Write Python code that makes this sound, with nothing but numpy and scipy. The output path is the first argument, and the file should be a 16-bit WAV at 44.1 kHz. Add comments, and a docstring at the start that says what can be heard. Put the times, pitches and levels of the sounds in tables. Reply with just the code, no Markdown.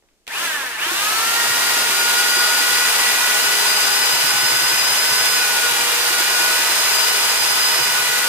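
"""Electric paddle mixer stirring thick plaster in a plastic bucket, small hard room.
The trigger clicks; the motor blips, coasts, then runs up to about 420 rev/s.
Two gear stages howl and rattle, the armature slots whine, fan and brushes hiss.
The paddle squelches at about 10 rev/s. Air pockets collapse behind it,
and it thumps whenever it works near the bucket wall."""
import sys
import numpy as np
from scipy import signal
from scipy.fft import rfft, irfft
from scipy.io import wavfile
from scipy.ndimage import uniform_filter1d

SR = 44100
rng = np.random.default_rng(int(sys.argv[2]) if len(sys.argv) > 2 else 0)


def log_audio(samples):
    """Write samples as a 16-bit WAV file to the path given in sys.argv[1]."""
    # one column per channel
    frames = np.atleast_2d(samples).T
    # limit to full scale, then quantise
    limited = np.clip(frames, -1, 1)
    pcm = np.round(limited * 32767).astype(np.int16)
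    wavfile.write(sys.argv[1], SR, pcm)


N = 365148
TIME = np.arange(N) / SR

# Likeness of left and right noise: f/Hz, correlation
COHERENCE = [(30, 0.52), (200, 0.89), (500, 0.84), (1100, 0.61), (2200, 0.37), (4500, 0.26), (8000, 0.12),
             (15000, 0.036)]
# Room background spectrum: f/Hz, relative level/dB
ROOM_SPECTRUM = [(30, 7), (120, -11), (350, -1), (1000, -14), (3000, -13.5), (7000, -13), (15000, -24)]
# Grip knocks and switch snaps: t/s, level/dB, low-pass f/Hz
TRIGGER_CLICKS = [(0.023, -56, 550), (0.087, -58.5, 2300), (0.268, -38, 14100), (0.2776, -27, 13900)]
# Plaster drag: t/s, armature speed lost/(rev/s)
SPEED_SAG = [(1.28, 0), (1.44, -1.0), (1.76, 7.4), (2.08, 10.0), (3.04, 10.3), (4.32, 6.0), (5.04, 0.2),
             (5.2, 2.6), (5.76, 17.6), (6.0, 20.1), (6.32, 12.6), (6.8, 5.4), (7.2, 9.7), (7.6, 6.0),
             (8.28, 12.0)]
# Housing response to gear harmonics: f/Hz, level/dB
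HOUSING_RESPONSE = [(750, -47), (980, -42), (1300, -33), (1550, -28), (1780, -26), (1960, -30), (2150, -39),
                    (2450, -33.5), (2940, -35), (3900, -35.5), (4500, -46), (4900, -44), (6800, -42),
                    (9000, -48)]
# Mesh harmonic 3 ringing the gearbox as the tool moves: t/s, left level/dB, right level/dB
HOWL_LEVELS = [(1.1, -26.5, -24.5), (1.74, -29.5, -30.5), (2.38, -23, -20.5), (2.98, -27.5, -32.5),
               (3.18, -23, -27), (4.14, -28, -32), (4.22, -38.0, -25), (4.46, -26, -26), (5.02, -50, -26.7),
               (5.1, -33, -27), (5.66, -22, -27), (5.98, -40.7, -35), (6.06, -29, -32), (6.46, -24, -27),
               (6.7, -36, -29.5), (7.1, -29, -34), (7.66, -63, -26), (7.82, -26, -33), (8.28, -26.5, -29)]
# Mesh harmonic 4, a thinner metallic ring: t/s, level/dB
RING_LEVELS = [(1.0, -27), (1.2, -34), (1.45, -26.5), (2.0, -36), (3.2, -27.5), (3.9, -34.5), (4.4, -34),
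               (5.9, -34.5), (6.7, -32), (7.2, -36), (8.28, -30)]
# Armature unbalance hum: t/s, level/dB
UNBALANCE_LEVELS = [(1.1, -48), (2.4, -43.5), (3.1, -54), (3.55, -40.5), (4.3, -48), (5.7, -48.5),
                    (7.2, -44.5), (8.28, -49)]
# Slot tone as the tool moves: t/s, left level/dB, right level/dB
WHINE_LEVELS = [(1.1, -33, -33), (2.54, -23, -30), (3.25, -33, -32), (3.74, -21, -29), (4.3, -25, -23.5),
                (4.85, -19.5, -28.5), (5.26, -25, -21), (5.66, -30, -35), (5.98, -38, -27),
                (6.38, -28, -23.5), (6.54, -39, -25), (7.02, -19, -28.1), (7.26, -28.2, -25.4),
                (7.66, -20.5, -22.5), (7.82, -33, -19.5), (8.28, -29, -46)]
# Pinion and commutator lines: multiple of armature speed, level/dB
ARMATURE_LINES = [(2, -45), (7, -43), (24, -36.5)]
# Tooth rattle spectrum: f/Hz, relative level/dB
RATTLE_SPECTRUM = [(100, -19.5), (250, -15.5), (420, -10), (570, -8), (760, -4.5), (900, -5.5), (1500, 3.5),
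                   (2700, 1), (4000, -4.5), (6000, -16), (15000, -28)]
# Gearbox and bucket resonances: f/Hz, width/Hz, boost/dB
BODY_PEAKS = [(372, 40, 3), (427, 24, 3.5), (469, 27, 8), (633.6, 13.5, 5.5), (663, 38, 2.5),
              (830, 17, 10.5), (933, 49, 12.5), (1042, 35, 7.5), (1176, 35, 4), (1274, 7.7, 10),
              (2870, 440, 3)]
# Fan and brush spectrum: f/Hz, relative level/dB
HISS_SPECTRUM = [(200, -27), (800, -4), (2000, -10), (3800, 0), (5500, 0), (7000, -1.5), (9800, -2.5),
                 (12000, -5), (15500, -7)]
# Rattle and hiss as the tool nears or recedes: t/s, gain/dB
NEARNESS_GAIN = [(1.2, 0.3), (2.3, 1), (3.7, 0.95), (4.6, -.3), (6.7, 0.6), (8.28, -.4)]
# Churned paste spectrum: f/Hz, relative level/dB
SQUELCH_SPECTRUM = [(30, -27), (70, -28), (130, -5.5), (175, -11), (240, 1), (350, 0.5), (500, -9.5),
                    (900, -49), (3000, -19)]
# Air pockets, one per paddle turn: start t/s, end t/s, first level/dB, last level/dB
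GULP_BOUTS = [(0.859, 0.89, -26, -27), (0.911, 0.95, -23, -25), (2.364, 2.4, -26, -28),
              (4.416, 4.75, -29, -27), (6.099, 6.83, -26.5, -31), (7.783, 7.82, -30, -32)]
# Blows near the wall, one per paddle turn: start t/s, end t/s, first level/dB, last level/dB
THUMP_BOUTS = [(1.475, 1.72, -32, -43), (4.121, 4.16, -36, -41), (4.229, 4.95, -30, -38),
               (5.103, 5.34, -32.5, -36), (5.49, 5.53, -38, -43), (5.698, 5.94, -34, -46),
               (7.392, 7.53, -36, -37), (7.793, 8.23, -32, -36)]
# Modes of the full bucket: f/Hz, level/dB, T60/s
BUCKET_MODES = [(92, -13, 0.15), (127.7, -1, 0.14), (143.5, -1, 0.16), (249, 1, 0.083)]

START_S, RELEASE_S, RESTART_S = .263, .437, .781
FREE_HZ, RINGING_HZ = 420, 370  # armature speeds: unloaded; below which howl, ring and whine fade
# Cycles per armature turn
MESH_PER_TURN, LAYSHAFT_PER_TURN, PADDLE_PER_TURN, SLOTS = 49 / 41, 7 / 41, 49 / 41 / 48, 12
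# Level lost per octave of lower speed
HOWL_DB_OCT, RING_DB_OCT, HUM_DB_OCT, WHINE_DB_OCT = 35, 17.5, 32.5, 41
TEETH_DB_OCT, HISS_DB_OCT, SQUELCH_DB_OCT = 10, 12.5, 7


def gain_of(db):
    return 10 ** (np.asarray(db) / 20)


def unit_rms(x):
    return x / np.sqrt(np.mean(abs(x) ** 2) + 1e-20)


def at_hz(points, hz):
    """Table lookup on a log-frequency axis."""
    f, value = np.transpose(points)
    return np.interp(np.log(hz + 1), np.log(f + 1), value)


def curves(rows):
    """Table columns interpolated over TIME."""
    times_s, *columns = np.transpose(rows)
    return np.array([np.interp(TIME, times_s, c) for c in columns])


def add(mix, start_s, sound):
    part = mix[:, round(start_s * SR):][:, :sound.shape[-1]]
    part += sound[..., :part.shape[1]]


def wander(corner_hz):
    """Low-passed random drift, rms about 1."""
    hz = np.fft.rfftfreq(4096, TIME[-1] / 4096)
    slow = irfft(rfft(rng.standard_normal(4096)) / (1 + (hz / corner_hz) ** 2))
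    return np.interp(TIME, np.linspace(0, TIME[-1], len(slow)), unit_rms(slow))


def noise(spectrum, peaks=(), skew_s=.0001):
    """Coloured stereo noise, rms 1; channels alike in the bass, unrelated in the treble."""
    hz = np.fft.rfftfreq(N, 1 / SR)
    left, other = rfft(rng.standard_normal((2, N)))
    alike = at_hz(COHERENCE, hz)
    right = (alike * left + np.sqrt(1 - alike ** 2) * other) * np.exp(2j * np.pi * hz * skew_s)
    peaks_db = sum(db / (1 + (2 * (hz - f) / width) ** 2) for f, width, db in peaks)
    return unit_rms(irfft(np.array([left, right]) * gain_of(at_hz(spectrum, hz) + peaks_db), N))


def tone(phase, echo_share, fade_hz=3.3, skew_s=.00006):
    """Stereo tone: direct part skewed in time, reflections fading as the tool moves."""
    cos, sin = np.cos(phase), np.sin(phase)
    direct = np.array([cos, np.cos(phase + np.gradient(phase) * SR * skew_s)])
    echo = np.array([wander(fade_hz) * cos + wander(fade_hz) * sin for _ in range(2)])
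    return np.sqrt(2 * (1 - echo_share)) * direct + np.sqrt(echo_share) * echo


def room(x, wet_share, t60_s=.3):
    """Hard walls smear glides and make wobbling tones flutter."""
    t = np.arange(SR // 3) / SR
    tail = rng.standard_normal((2, len(t))) * gain_of(-60 * t / t60_s)
    wet = signal.oaconvolve(x, tail / np.linalg.norm(tail[0]), axes=1)[:, :N]
    return np.sqrt(1 - wet_share) * x + np.sqrt(wet_share) * wet


def octaves_below(speed_hz, full_hz=FREE_HZ):
    return np.log2(full_hz / np.clip(speed_hz, full_hz / 10, full_hz))


def each_turn(bouts, angle):
    """Yields t/s, level/dB: one stroke per paddle turn through each bout."""
    turns = angle * PADDLE_PER_TURN / (2 * np.pi)
    for start_s, end_s, first_db, last_db in bouts:
        first_turn, end_turn = np.interp([start_s, end_s], TIME, turns)
        times_s = np.interp(np.arange(first_turn, end_turn), turns, TIME)
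        yield from zip(times_s, np.linspace(first_db, last_db, len(times_s)))


def room_tone(level_db=-63.5):
    """Faint steady background."""
    return gain_of(level_db) * noise(ROOM_SPECTRUM)


def trigger():
    """Two soft grip knocks, two sharp switch snaps, each with a short room tail."""
    out, t = np.zeros((2, N)), np.arange(SR // 4) / SR
    snap = noise([(200, -20), (900, -11), (3000, -3.5), (6000, -14), (15000, -18)])
    decay = np.exp(-t / .002) + .4 * np.exp(-t / .044)
    for start_s, db, cutoff_hz in TRIGGER_CLICKS:
        burst = snap[:, round(start_s * SR):][:, :len(t)]
        dulled = signal.lfilter(*signal.butter(2, cutoff_hz, fs=SR), burst)
        add(out, start_s, gain_of(db) * decay * unit_rms(dulled))
    return out


def motor(run_up_s=.703, start_kick=7.178, coast_s=.692):
    """Series motor: fast run-up, slow coast. Returns unloaded speed/Hz and pull, 0-1."""
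    def run_up(from_hz, elapsed_s):
        deficit = 1 - from_hz / FREE_HZ
        decay = np.exp(-np.maximum(elapsed_s, 0) / run_up_s)
        return FREE_HZ * (1 - deficit * decay / (1 + start_kick * deficit * (1 - decay)))

    def coast(t):
        return run_up(0, RELEASE_S - START_S) * np.exp(-(t - RELEASE_S) / coast_s)

    coasting = (TIME >= RELEASE_S) & (TIME < RESTART_S)
    blip_hz = run_up(0, TIME - START_S)
    restart_hz = run_up(coast(RESTART_S), TIME - RESTART_S)
    speed_hz = np.select([TIME < RELEASE_S, coasting], [blip_hz, coast(TIME)], restart_hz)
    return speed_hz, uniform_filter1d((1 - speed_hz / FREE_HZ) * ~coasting, size=600)


def slackness(speed_hz, full_slack_hz_per_s=300):
    """Teeth go slack as the motor slows, 0-1."""
    slowing_hz_per_s = -np.gradient(speed_hz) * SR
    return uniform_filter1d(np.clip(slowing_hz_per_s / full_slack_hz_per_s, 0, 1), size=2000)


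def bite(peak_s=.83, half_width_s=.053):
    """Extra load as the paddle tears the standing plaster loose, 0-1."""
    return np.exp(-((TIME - peak_s) / half_width_s) ** 2)


def gears(angle, speed_hz, sag_hz, backlash_rad=.059):
    """Output mesh harmonics with sidebands from the eccentric layshaft; mesh and unbalance hum."""
    mesh, layshaft = angle * MESH_PER_TURN, angle * LAYSHAFT_PER_TURN
    slack = slackness(speed_hz)  # slack teeth knock louder, duller, unevenly
    loose_mesh = mesh + backlash_rad * slack * wander(45)
    stack = np.zeros((2, N))
    stack_db = -1 - TEETH_DB_OCT * octaves_below(speed_hz) + 5.5 * bite()
    for k in (2, 5, 6, 7, 8, 9, 10, 11, 12, 13, 14, 17):
        db = at_hz(HOUSING_RESPONSE, k * speed_hz * MESH_PER_TURN) + stack_db + slack * (8 - .7 * k)
        runout = 1 + .41 * np.cos(layshaft + 2 * np.pi * rng.random())
        phase = k * loose_mesh + 2 * np.pi * rng.random()
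        stack += gain_of(db) * runout * tone(phase, echo_share=.29, fade_hz=5.1)
    slow_oct = octaves_below(speed_hz, RINGING_HZ)
    howl_gain = gain_of(curves(HOWL_LEVELS) - HOWL_DB_OCT * slow_oct) * (1 + .17 * np.cos(layshaft))
    howl = howl_gain * tone(3 * mesh, echo_share=.19, fade_hz=15)
    ring_gain = gain_of(curves(RING_LEVELS) - RING_DB_OCT * slow_oct) * (1 + .5 * np.sin(layshaft))
    ring = ring_gain * tone(4 * loose_mesh, echo_share=.35, fade_hz=14)
    hum = gain_of(curves(UNBALANCE_LEVELS)) * tone(angle, echo_share=.13)
    hum += gain_of(-53.5 + .75 * sag_hz) * tone(mesh, echo_share=.46)
    return room(stack, wet_share=.25) + howl + ring + gain_of(-HUM_DB_OCT * slow_oct) * hum


def armature(angle, speed_hz, pull, flare_hz=2680, flare_width_hz=860):
    """Slot whine, coarse under pull, flaring at a housing resonance; pinion and commutator lines."""
    chatter_rad = (.35 + 1.8 * pull) * wander(110)
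    blade_load = 1 + .14 * np.cos(2 * angle * PADDLE_PER_TURN)
    slots = blade_load * tone(SLOTS * angle + chatter_rad, echo_share=.16, fade_hz=25)
    whine = gain_of(curves(WHINE_LEVELS) - WHINE_DB_OCT * octaves_below(speed_hz, RINGING_HZ)) * slots
    resonance = np.exp(-((SLOTS * speed_hz - flare_hz) / flare_width_hz) ** 2)
    flare = gain_of(-25 + 2.5 * bite()) * (.1 + pull) * resonance * slots
    lines = sum(gain_of(db) * tone(k * angle, echo_share=.19, fade_hz=1.9) for k, db in ARMATURE_LINES)
    return whine + room(flare, wet_share=.44) + gain_of(-HISS_DB_OCT * octaves_below(speed_hz)) * lines


def rattle_and_hiss(angle, speed_hz):
    """Teeth rattle, fan and brushes hiss; both grow with speed and pulse with mesh and paddle load."""
    teeth, load = np.cos(angle * MESH_PER_TURN), np.cos(angle * PADDLE_PER_TURN)
    flutter, slow_oct = wander(23), octaves_below(speed_hz)
    rattle_db = -21.5 - TEETH_DB_OCT * slow_oct + 1.2 * slackness(speed_hz) + 3 * bite()
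    rattle_db += .7 * teeth + .12 * load + .5 * flutter
    rattle = noise(RATTLE_SPECTRUM, BODY_PEAKS) * gain_of(rattle_db)
    hiss_db = -18.5 - HISS_DB_OCT * slow_oct + .4 * teeth + .064 * load + .35 * flutter
    hiss = noise(HISS_SPECTRUM) * gain_of(hiss_db + .5 * wander(200))
    return gain_of(curves(NEARNESS_GAIN)) * (rattle + hiss)


def squelch(angle, speed_hz, smoothing_db_per_s=1):
    """The paddle tears the paste once a turn; quieter as the plaster is worked smooth."""
    stroke_db = 1.1 * np.cos(angle * PADDLE_PER_TURN) + .57 * wander(6.7)
    churn_db = -41 - SQUELCH_DB_OCT * octaves_below(speed_hz) - smoothing_db_per_s * TIME
    return noise(SQUELCH_SPECTRUM) * gain_of(churn_db + stroke_db)


def gulps(angle, pocket_hz=349.4, t60_s=.12, rise_per_s=.5):
    """Air pockets ring briefly, rising in pitch as the paste closes them."""
    out, t = np.zeros((2, N)), np.arange(SR // 5) / SR
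    swell = (1 - np.exp(-(t / .0059) ** 2)) * gain_of(-60 * t / t60_s)
    for start_s, db in each_turn(GULP_BOUTS, angle):
        hz = pocket_hz * (1 + .033 * rng.standard_normal()) * (1 + rise_per_s * t)
        add(out, start_s, gain_of(db) * swell * np.sin(2 * np.pi * np.cumsum(hz) / SR))
    return out


def thumps(angle, attack_s=.014):
    """Paddle blows ring the bucket; soft paste spreads each attack."""
    out, t = np.zeros((2, N)), np.arange(SR // 4) / SR
    push = 1 - np.exp(-(t / attack_s) ** 2)
    for start_s, blow_db in each_turn(THUMP_BOUTS, angle):
        for mode_hz, mode_db, t60_s in BUCKET_MODES:
            hz = mode_hz * (1 + .069 * rng.standard_normal())
            envelope = push * gain_of(blow_db + mode_db - 60 * t / t60_s)
            add(out, start_s, envelope * np.sin(2 * np.pi * hz * t))
    return out


def scene():
    """One armature angle drives mixer and plaster; each paddle stroke drags on it slightly."""
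    unloaded_hz, pull = motor()
    sag_hz = curves(SPEED_SAG)[0]
    speed_hz = unloaded_hz - sag_hz
    stroke = np.cos(2 * np.pi * np.cumsum(speed_hz) * PADDLE_PER_TURN / SR)
    ripple = 1 + .000743 * wander(14.26) + .0015 * stroke
    angle = 2 * np.pi * np.cumsum(speed_hz * ripple) / SR
    running = np.clip((TIME - START_S) / .013, 0, 1)
    mixer = gears(angle, speed_hz, sag_hz) + armature(angle, speed_hz, pull)
    mixer += rattle_and_hiss(angle, speed_hz)
    plaster = squelch(angle, speed_hz) + thumps(angle) + gulps(angle)
    return running * (mixer + plaster) + trigger() + room_tone()


def record(dry, cutoff_hz=15500):
    """Low-pass band limit."""
    taps = signal.firwin(511, cutoff_hz, window=("kaiser", 9), fs=SR)
    return signal.oaconvolve(dry, taps[None], "same")


dry = scene()
out = record(dry)
log_audio(out)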